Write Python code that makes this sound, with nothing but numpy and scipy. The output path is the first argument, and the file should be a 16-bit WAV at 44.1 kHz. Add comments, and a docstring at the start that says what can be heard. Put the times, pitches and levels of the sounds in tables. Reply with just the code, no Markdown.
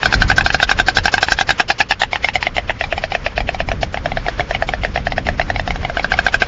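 """At a nest outdoors, two storks clatter their bills, each at its own pace, drifting in and out of step.
Every clap rings the throat pouch, the hollow bill and its horn; the pitch moves as the neck bends.
Twigs and feathers scatter each clap into a short tail, and a patchy fizz clings to it.
Behind them sits a bed of leaves and distant air; wind rumbles on a mono microphone that overloads."""
import sys
import numpy as np
from scipy import signal
from scipy.io import wavfile
from scipy.ndimage import uniform_filter1d

SR = 44100
rng = np.random.default_rng(int(sys.argv[2]) if len(sys.argv) > 2 else 0)


def store_wav(level_fs):
    """Save 16-bit WAV to argv[1]."""
    pcm = np.round(np.clip(np.atleast_2d(level_fs), -1, 1) * 32767)
    wavfile.write(sys.argv[1], SR, pcm.T.astype(np.int16))


N = 285327

# leaves and distant air, fader ride: t/s, level/dB
AIR_RIDE = [(0.0, -27.5), (0.59, -38), (0.83, -33.5), (1.22, -36.5), (1.55, -37), (1.96, -40), (2.38, -37),
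            (2.74, -38), (2.92, -35), (3.73, -38.5), (4.56, -34), (4.76, -36.5), (6.47, -34.5)]
# their tone colour: f/Hz, relative density/dB
AIR_COLOUR = [(200, -50), (400, 5), (700, -2.5), (1100, -1.5), (1750, -2), (3100, -9.5), (4740, -15),
              (5370, -12.5), (7070, -29.5), (9000, -28.5)]
# gusts on the microphone: t/s, level/dB
WIND_RIDE = [(0.0, -31), (0.05, -19.5), (0.14, -21), (0.2, -16.5), (0.31, -19), (0.95, -30), (0.97, -23.5),
             (1.26, -32), (1.51, -25.5), (1.58, -34), (3.26, -27), (3.33, -33), (3.44, -20), (3.49, -27),
             (3.87, -22), (3.91, -29), (4.14, -23), (4.18, -26.5), (5.06, -23.5), (5.32, -21.5),
             (5.49, -26), (5.53, -22), (6.27, -27), (6.47, -26)]
# their tone colour: f/Hz, relative density/dB
WIND_COLOUR = [(12, -32), (20, -2.5), (49, 3), (139, -7.5), (257, -13), (370, -26), (450, -17), (580, -38),
               (990, -120)]
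# hiss around the claps: f/Hz, level/dB relative to the claps in that band
FIZZ_COLOUR = [(300, -2.5), (750, -16), (1100, -9.5), (1600, -16.5), (2500, -8.5), (3500, -8.5), (4500, 0),
               (5400, -2), (6200, -3.5), (7500, 7)]
# early reflections at the nest: delay/s, level/dB
NEST_ECHOES = [(.015, -33), (.024, -27.5)]
# horn modes of the mandibles: f/Hz, level/dB relative to crack or tip snap, t60/s
HORN_MODES = [(400, -4, 0.0029), (1307, -1.5, 0.0042), (2076, -9.5, 0.023), (3160, -7, 0.017),
              (3568, -5.5, 0.0089), (4123, -7, 0.029), (4915, -8.5, 0.0073), (5320, -6, 0.013),
              (6797, -11, .008)]
# neck and bill posture, near then far bird, levels relative to the clap: t/s, pouch f/Hz, pouch level/dB,
# main bill mode f/Hz, second mode f/Hz, second mode level/dB, crack level/dB, snap level/dB, bill t60/ms
POSTURES = [
    [(0.05, 731, -9.5, 1541, 2360, -12.5, -9.5, -11.5, 16), (1.2, 755, -4, 1582, 2550, -11.5, -6, -7, 15),
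     (1.6, 760, -2, 1634, 2620, -3, -3.5, -5, 15), (1.85, 814, 0, 1745, 2830, -0.5, -2.5, -4.5, 16),
     (2.02, 754, -3.5, 1830, 2810, -8, -9, -10.5, 8.5), (2.13, 767, -6, 2196, 2980, -11, -9.5, -14.5, 11),
     (2.36, 720, -4, 2144, 3040, -6.5, -11.5, -16, 9.1), (2.7, 680, -3.5, 1930, 2670, -1, -10.5, -24, 4.6),
     (3.0, 670, 1, 1760, 2530, 2, -8.5, -15, 7.4), (3.5, 674, 1, 1775, 2530, 4, -8.5, -17.5, 5.3),
     (3.85, 675, 3.5, 1710, 2640, 1, -8.5, -13.5, 5.8), (4.3, 668, 2, 1770, 2650, -16, -6.5, -14.5, 6.3),
     (4.85, 684, -1, 1773, 2540, -8, -15.5, -20.5, 7.2),
     (5.45, 695, -1.5, 1820, 2660, -12, -14.5, -17, 6.7), (5.7, 708, 5, 1790, 2760, -2, -5, -5, 7.3),
     (5.9, 687, 0, 1560, 2450, -17, -8, -18.5, 12), (6.1, 740, -7.5, 1597, 2565, -12, -11.5, -17, 14),
     (6.42, 715, -6.5, 1578, 2510, -6, -10, -12.5, 15.7)],
    [(0.03, 797, -6, 1630, 2550, -5, -6, -9.5, 9.3), (0.5, 795, -5.5, 1685, 2570, -2.5, -7, -14.5, 11.4),
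     (1.0, 857, -6, 1680, 2680, -5, -8.5, -18, 9.3), (1.5, 803, -2.5, 1700, 2480, -5.5, -5, -7, 12),
     (1.8, 820, -4, 1746, 2546, 8.5, -7, -11, 9), (2.1, 843, -4, 1800, 2800, -2.5, -8.5, -21, 6.2),
     (2.43, 870, -8, 1940, 2660, -2, -11.5, -14.5, 5.1), (2.57, 790, -3, 2100, 2870, -4, -7.5, -12, 12),
     (2.7, 846, 3, 1970, 1600, 0, -3, -14, 9.5), (2.84, 785, 2, 2366, 1900, -6.5, -1, -12.5, 17),
     (3.69, 744, 4.5, 2350, 1880, -4.5, -6, -6.5, 13), (3.97, 766, 2.5, 2100, 2670, -7, -7, -18, 9),
     (4.4, 727, 0.5, 2190, 2860, -12, -8, -17, 9.6), (4.69, 755, -3.5, 2270, 3020, -13, -5.5, -19, 10.5),
     (5.0, 740, 3, 2010, 2700, -2, -5, -14.5, 8.4), (5.5, 758, -3.5, 2165, 2880, -10.5, -9.5, -18, 9),
     (6.3, 757, -0.5, 2240, 3030, -11, -4.5, -18.5, 11.6)],
]
# attack of the main bill mode, near then far bird: rise/s
BILL_ATTACKS = [0.0026, 0.0018]
# clap cues, near then far bird: t/s, level/dB of the main bill mode
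CLAP_CUES = [
    [(0.0564, 0.5), (0.1393, -0.5), (0.2194, 1), (0.2997, -1), (0.3809, 1), (0.4615, -0.5), (0.5445, 0),
     (0.6277, 1), (0.7132, -1), (0.7981, 0), (0.8835, 0.5), (0.9692, 0), (1.0552, -1.5), (1.139, -1),
     (1.228, 0.5), (1.319, -1.5), (1.4099, -4), (1.5049, -3), (1.6017, -4), (1.7008, -6.5), (1.803, -6.5),
     (1.9089, -5.5), (2.017, -3.5), (2.1307, -4.5), (2.2445, -2), (2.3553, -2), (2.468, -4.5), (2.5815, -4),
     (2.6955, -7), (2.8101, -7), (2.925, -9), (3.0381, -10), (3.1503, -7.5), (3.2642, -10.5),
     (3.3781, -9.5), (3.49, -9.5), (3.603, -10), (3.7159, -11), (3.83, -11.5), (3.9433, -12), (4.0576, -10),
     (4.1709, -10.5), (4.2836, -8.5), (4.3955, -9.5), (4.509, -8.5), (4.623, -6.5), (4.736, -7.5),
     (4.8483, -4.5), (4.959, -6.5), (5.069, -6), (5.1799, -5.5), (5.2872, -5), (5.396, -4.5),
     (5.5009, -6.5), (5.5957, -9.5), (5.6759, -14.5), (5.7579, -19), (5.8306, -21.5), (5.897, -14),
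     (5.9698, -6), (6.044, -4.5), (6.1185, -2), (6.1885, -1), (6.2644, -1.5), (6.342, -1), (6.4195, -2)],
    [(0.0304, -5.5), (0.1255, -5), (0.2231, -17), (0.3145, -5), (0.4083, -6), (0.5023, -7), (0.6003, -6),
     (0.6925, -6), (0.789, -7), (0.8865, -12), (0.9849, -6.5), (1.0802, -5), (1.18, -6.5), (1.284, -8),
     (1.3872, -8), (1.491, -6), (1.5975, -7), (1.7035, -6.5), (1.8106, -8), (1.9206, -7.5), (2.034, -7),
     (2.1572, -7.5), (2.2862, -6.5), (2.427, -5), (2.5661, -9.5), (2.7039, -15.5), (2.8388, -15),
     (2.9782, -15), (3.1196, -15.5), (3.2625, -14.5), (3.404, -16), (3.5454, -18), (3.687, -15.5),
     (3.8305, -12.5), (3.9726, -15), (4.118, -15), (4.264, -15), (4.4057, -10.5), (4.5481, -9.5),
     (4.6889, -8.5), (4.8345, -13), (4.9753, -13), (5.1207, -12.5), (5.2677, -12), (5.4143, -9.5),
     (5.5603, -9), (5.7059, -8.5), (5.849, -11), (5.995, -10.5), (6.1384, -12), (6.2832, -12.5),
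     (6.4242, -11)],
]

CLOSING_S, POUCH_T60_S = 0.0017, 0.018   # base attack of a clap; decay of the pouch
DAMPING_CURVE = 1.27   # above 1: the shut bill chokes the ring ever faster
CRACK_T60_S, CRACK_BAND_HZ = 0.016, (2340, 3030)
TIP_FROM_HZ = 3850   # horn modes above this belong to the thin tips
SCATTER_DB, SCATTER_T60_S = -9, 0.061
FIZZ_SMOOTH_S, FIZZ_LEAD_S = 0.022, 0.0025
PEAK_HZ, PEAK_WIDTH_HZ, PEAK_MIX_DB = 5380, 310, -4.5   # small resonance in front of the diaphragm
PREAMP_CEILING = 0.92
CAPSULE_ROLL_HZ, INPUT_CUT_HZ, TOP_CUT_HZ = 5700, 7350, 15800


def from_db(db):
    return 10 ** (np.asarray(db) / 20)


def fader(ride):
    s, db = np.transpose(ride)
    return from_db(np.interp(np.arange(N) / SR, s, db))


def unit_rms(x):
    return x / np.sqrt(np.mean(x ** 2))


def bandpass(x, edges_hz):
    return signal.sosfilt(signal.butter(2, edges_hz, "band", fs=SR, output="sos"), x)


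def band_db(colour, edges_hz):
    """Level of a colour curve at the centre of a band."""
    hz, db = np.transpose(colour)
    return np.interp(np.log(edges_hz).mean(), np.log(hz), db)


def drift(rate_hz):
    """Slow random modulation with a spread of about 1."""
    knots_per_s = 60
    knots = rng.standard_normal(int(N / SR * knots_per_s) + 202)
    pole = np.exp(-2 * np.pi * rate_hz / knots_per_s)
    slow = unit_rms(signal.lfilter([1], [1, -pole], knots)[200:])
    return np.interp(np.arange(N) / SR * knots_per_s, np.arange(len(slow)), slow)


def noise_bed(colour, low_hz, flicker_db, flicker_hz):
    """Ten half-octave noise bands that flicker partly together, partly alone; rms 1."""
    out, together, white = 0, drift(flicker_hz), rng.standard_normal((2, N))
    for k in range(10):
        edges = low_hz * 2 ** (np.array([k, k + 1]) / 2)
        wobble_db = flicker_db * (1.7 * together + drift(flicker_hz))
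        out += bandpass(white[k % 2], edges) * from_db(band_db(colour, edges) + wobble_db)
    return unit_rms(out)


def leaves_and_air():
    """A soft midrange bed of rustling leaves and distant air."""
    return fader(AIR_RIDE) * noise_bed(AIR_COLOUR, low_hz=300, flicker_db=1.2, flicker_hz=5)


def wind():
    """Gusts buffet the microphone into a low rumble."""
    return fader(WIND_RIDE) * noise_bed(WIND_COLOUR, low_hz=17.98, flicker_db=1.0, flicker_hz=6.9)


def fizz(claps):
    """A patchy hiss swells and fades around each clap, following its level band by band."""
    out, white = 0, rng.standard_normal((2, N))
    width, lead = round(FIZZ_SMOOTH_S * SR), round(FIZZ_LEAD_S * SR)
    for k in range(13):
        edges = 300 * 2 ** (np.array([k, k + 1]) * 3 / 8)
        sidechain = np.roll(bandpass(claps + 1e-9, edges), -lead)
        power = uniform_filter1d(uniform_filter1d(sidechain ** 2, width), width)
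        hiss = unit_rms(bandpass(white[k % 2], edges))
        level_db = band_db(FIZZ_COLOUR, edges) + 3.7 * drift(rate_hz=12)
        out += from_db(level_db) * np.sqrt(np.abs(power)) * hiss
    return out


def nest(clap):
    """Two early reflections, plus a tail off twigs and feathers, new each time since the heads move."""
    t = np.arange(3500) / SR
    response = rng.standard_normal(len(t)) * from_db(-60 * t / SCATTER_T60_S)
    response *= from_db(SCATTER_DB) / np.sqrt(np.sum(response ** 2))
    response[0] = 1   # direct sound
    for delay, db in NEST_ECHOES:
        response[round(delay * SR)] += from_db(db)
    return signal.fftconvolve(clap, response)


def clap_envelope(t, t60, rise):
    """Swells while the bill closes along its length, then dies away; peak 1."""
    shape = (1 - np.exp(-t / rise)) * from_db(-60 * (t / t60) ** DAMPING_CURVE)
    return shape / shape.max()


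def ring(t, hz, db, t60, rise):
    """One struck mode: a sine under the clap envelope."""
    return from_db(db) * clap_envelope(t, t60, rise) * np.sin(2 * np.pi * hz * t)


def voiced_claps():
    """Each clap takes its pitch, balance and decay from its bird's posture at that moment."""
    claps = []
    for cues, posture, attack_s in zip(CLAP_CUES, POSTURES, BILL_ATTACKS):
        posture_s, *curves = np.transpose(posture)
        for s, db in cues:
            pose = [np.interp(s, posture_s, curve) for curve in curves]
            claps.append((s, db, attack_s, pose))
    return claps


def clatter():
    """Bills snap shut: pouch and bill cavity give the body, the horn a bite that varies clap by clap."""
    out, t = np.zeros(N + 5000), np.arange(1500) / SR
    claps = voiced_claps()
    variations = rng.standard_normal((len(claps), len(HORN_MODES), 2))
    grits = unit_rms(bandpass(rng.standard_normal((len(claps), len(t))), CRACK_BAND_HZ))
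    for (s, clap_db, attack_s, pose), variation, grit in zip(claps, variations, grits):
        pouch_hz, pouch_db, main_hz, second_hz, second_db, crack_db, snap_db, t60_ms = pose
        bill_t60 = max(t60_ms, 5) / 1000
        clap = -ring(t, pouch_hz, pouch_db, POUCH_T60_S, CLOSING_S)
        clap -= ring(t, main_hz, 0, bill_t60, attack_s)
        clap += ring(t, second_hz, second_db, 0.7 * bill_t60, 1.8 * CLOSING_S)
        # the edges meet point by point: a gritty crack, then the horn rings
        clap += from_db(crack_db - 10.5) * grit * clap_envelope(t, CRACK_T60_S, 0.12 * CLOSING_S)
        for (hz, db, t60), (detune, accent) in zip(HORN_MODES, variation):
            hit_db = snap_db if hz > TIP_FROM_HZ else crack_db
            clap += ring(t, hz * (1 + 0.063 * detune), hit_db + db + 1.7 * accent, t60, 1.2 * CLOSING_S)
        wet = nest(from_db(clap_db) * clap)
        out[round(s * SR):][:len(wet)] += wet
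    return out[:N]


def scene():
    """Background, claps and fizz in one mono mix, the same on both channels."""
    background = wind() + leaves_and_air()
    claps = clatter()
    return np.tile(background + claps + fizz(claps), (2, 1))


def record(dry):
    """The capsule adds a peak, the preamp saturates, and low-passes around a hard clip dull the top."""
    resonance = signal.iirpeak(PEAK_HZ, PEAK_HZ / PEAK_WIDTH_HZ, fs=SR)
    peaked = dry + from_db(PEAK_MIX_DB) * signal.lfilter(*resonance, dry)
    saturated = PREAMP_CEILING * peaked / (PREAMP_CEILING ** 8 + peaked ** 8) ** (1 / 8)
    dull = signal.sosfilt(signal.butter(2, CAPSULE_ROLL_HZ, fs=SR, output="sos"), saturated)
    narrow = signal.sosfilt(signal.ellip(10, 0.5, 55, INPUT_CUT_HZ, fs=SR, output="sos"), dull)
    clipped = np.clip(narrow, -1, 1)
    return signal.sosfilt(signal.cheby2(12, 70, TOP_CUT_HZ, fs=SR, output="sos"), clipped)


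dry = scene()
out = record(dry)
store_wav(out)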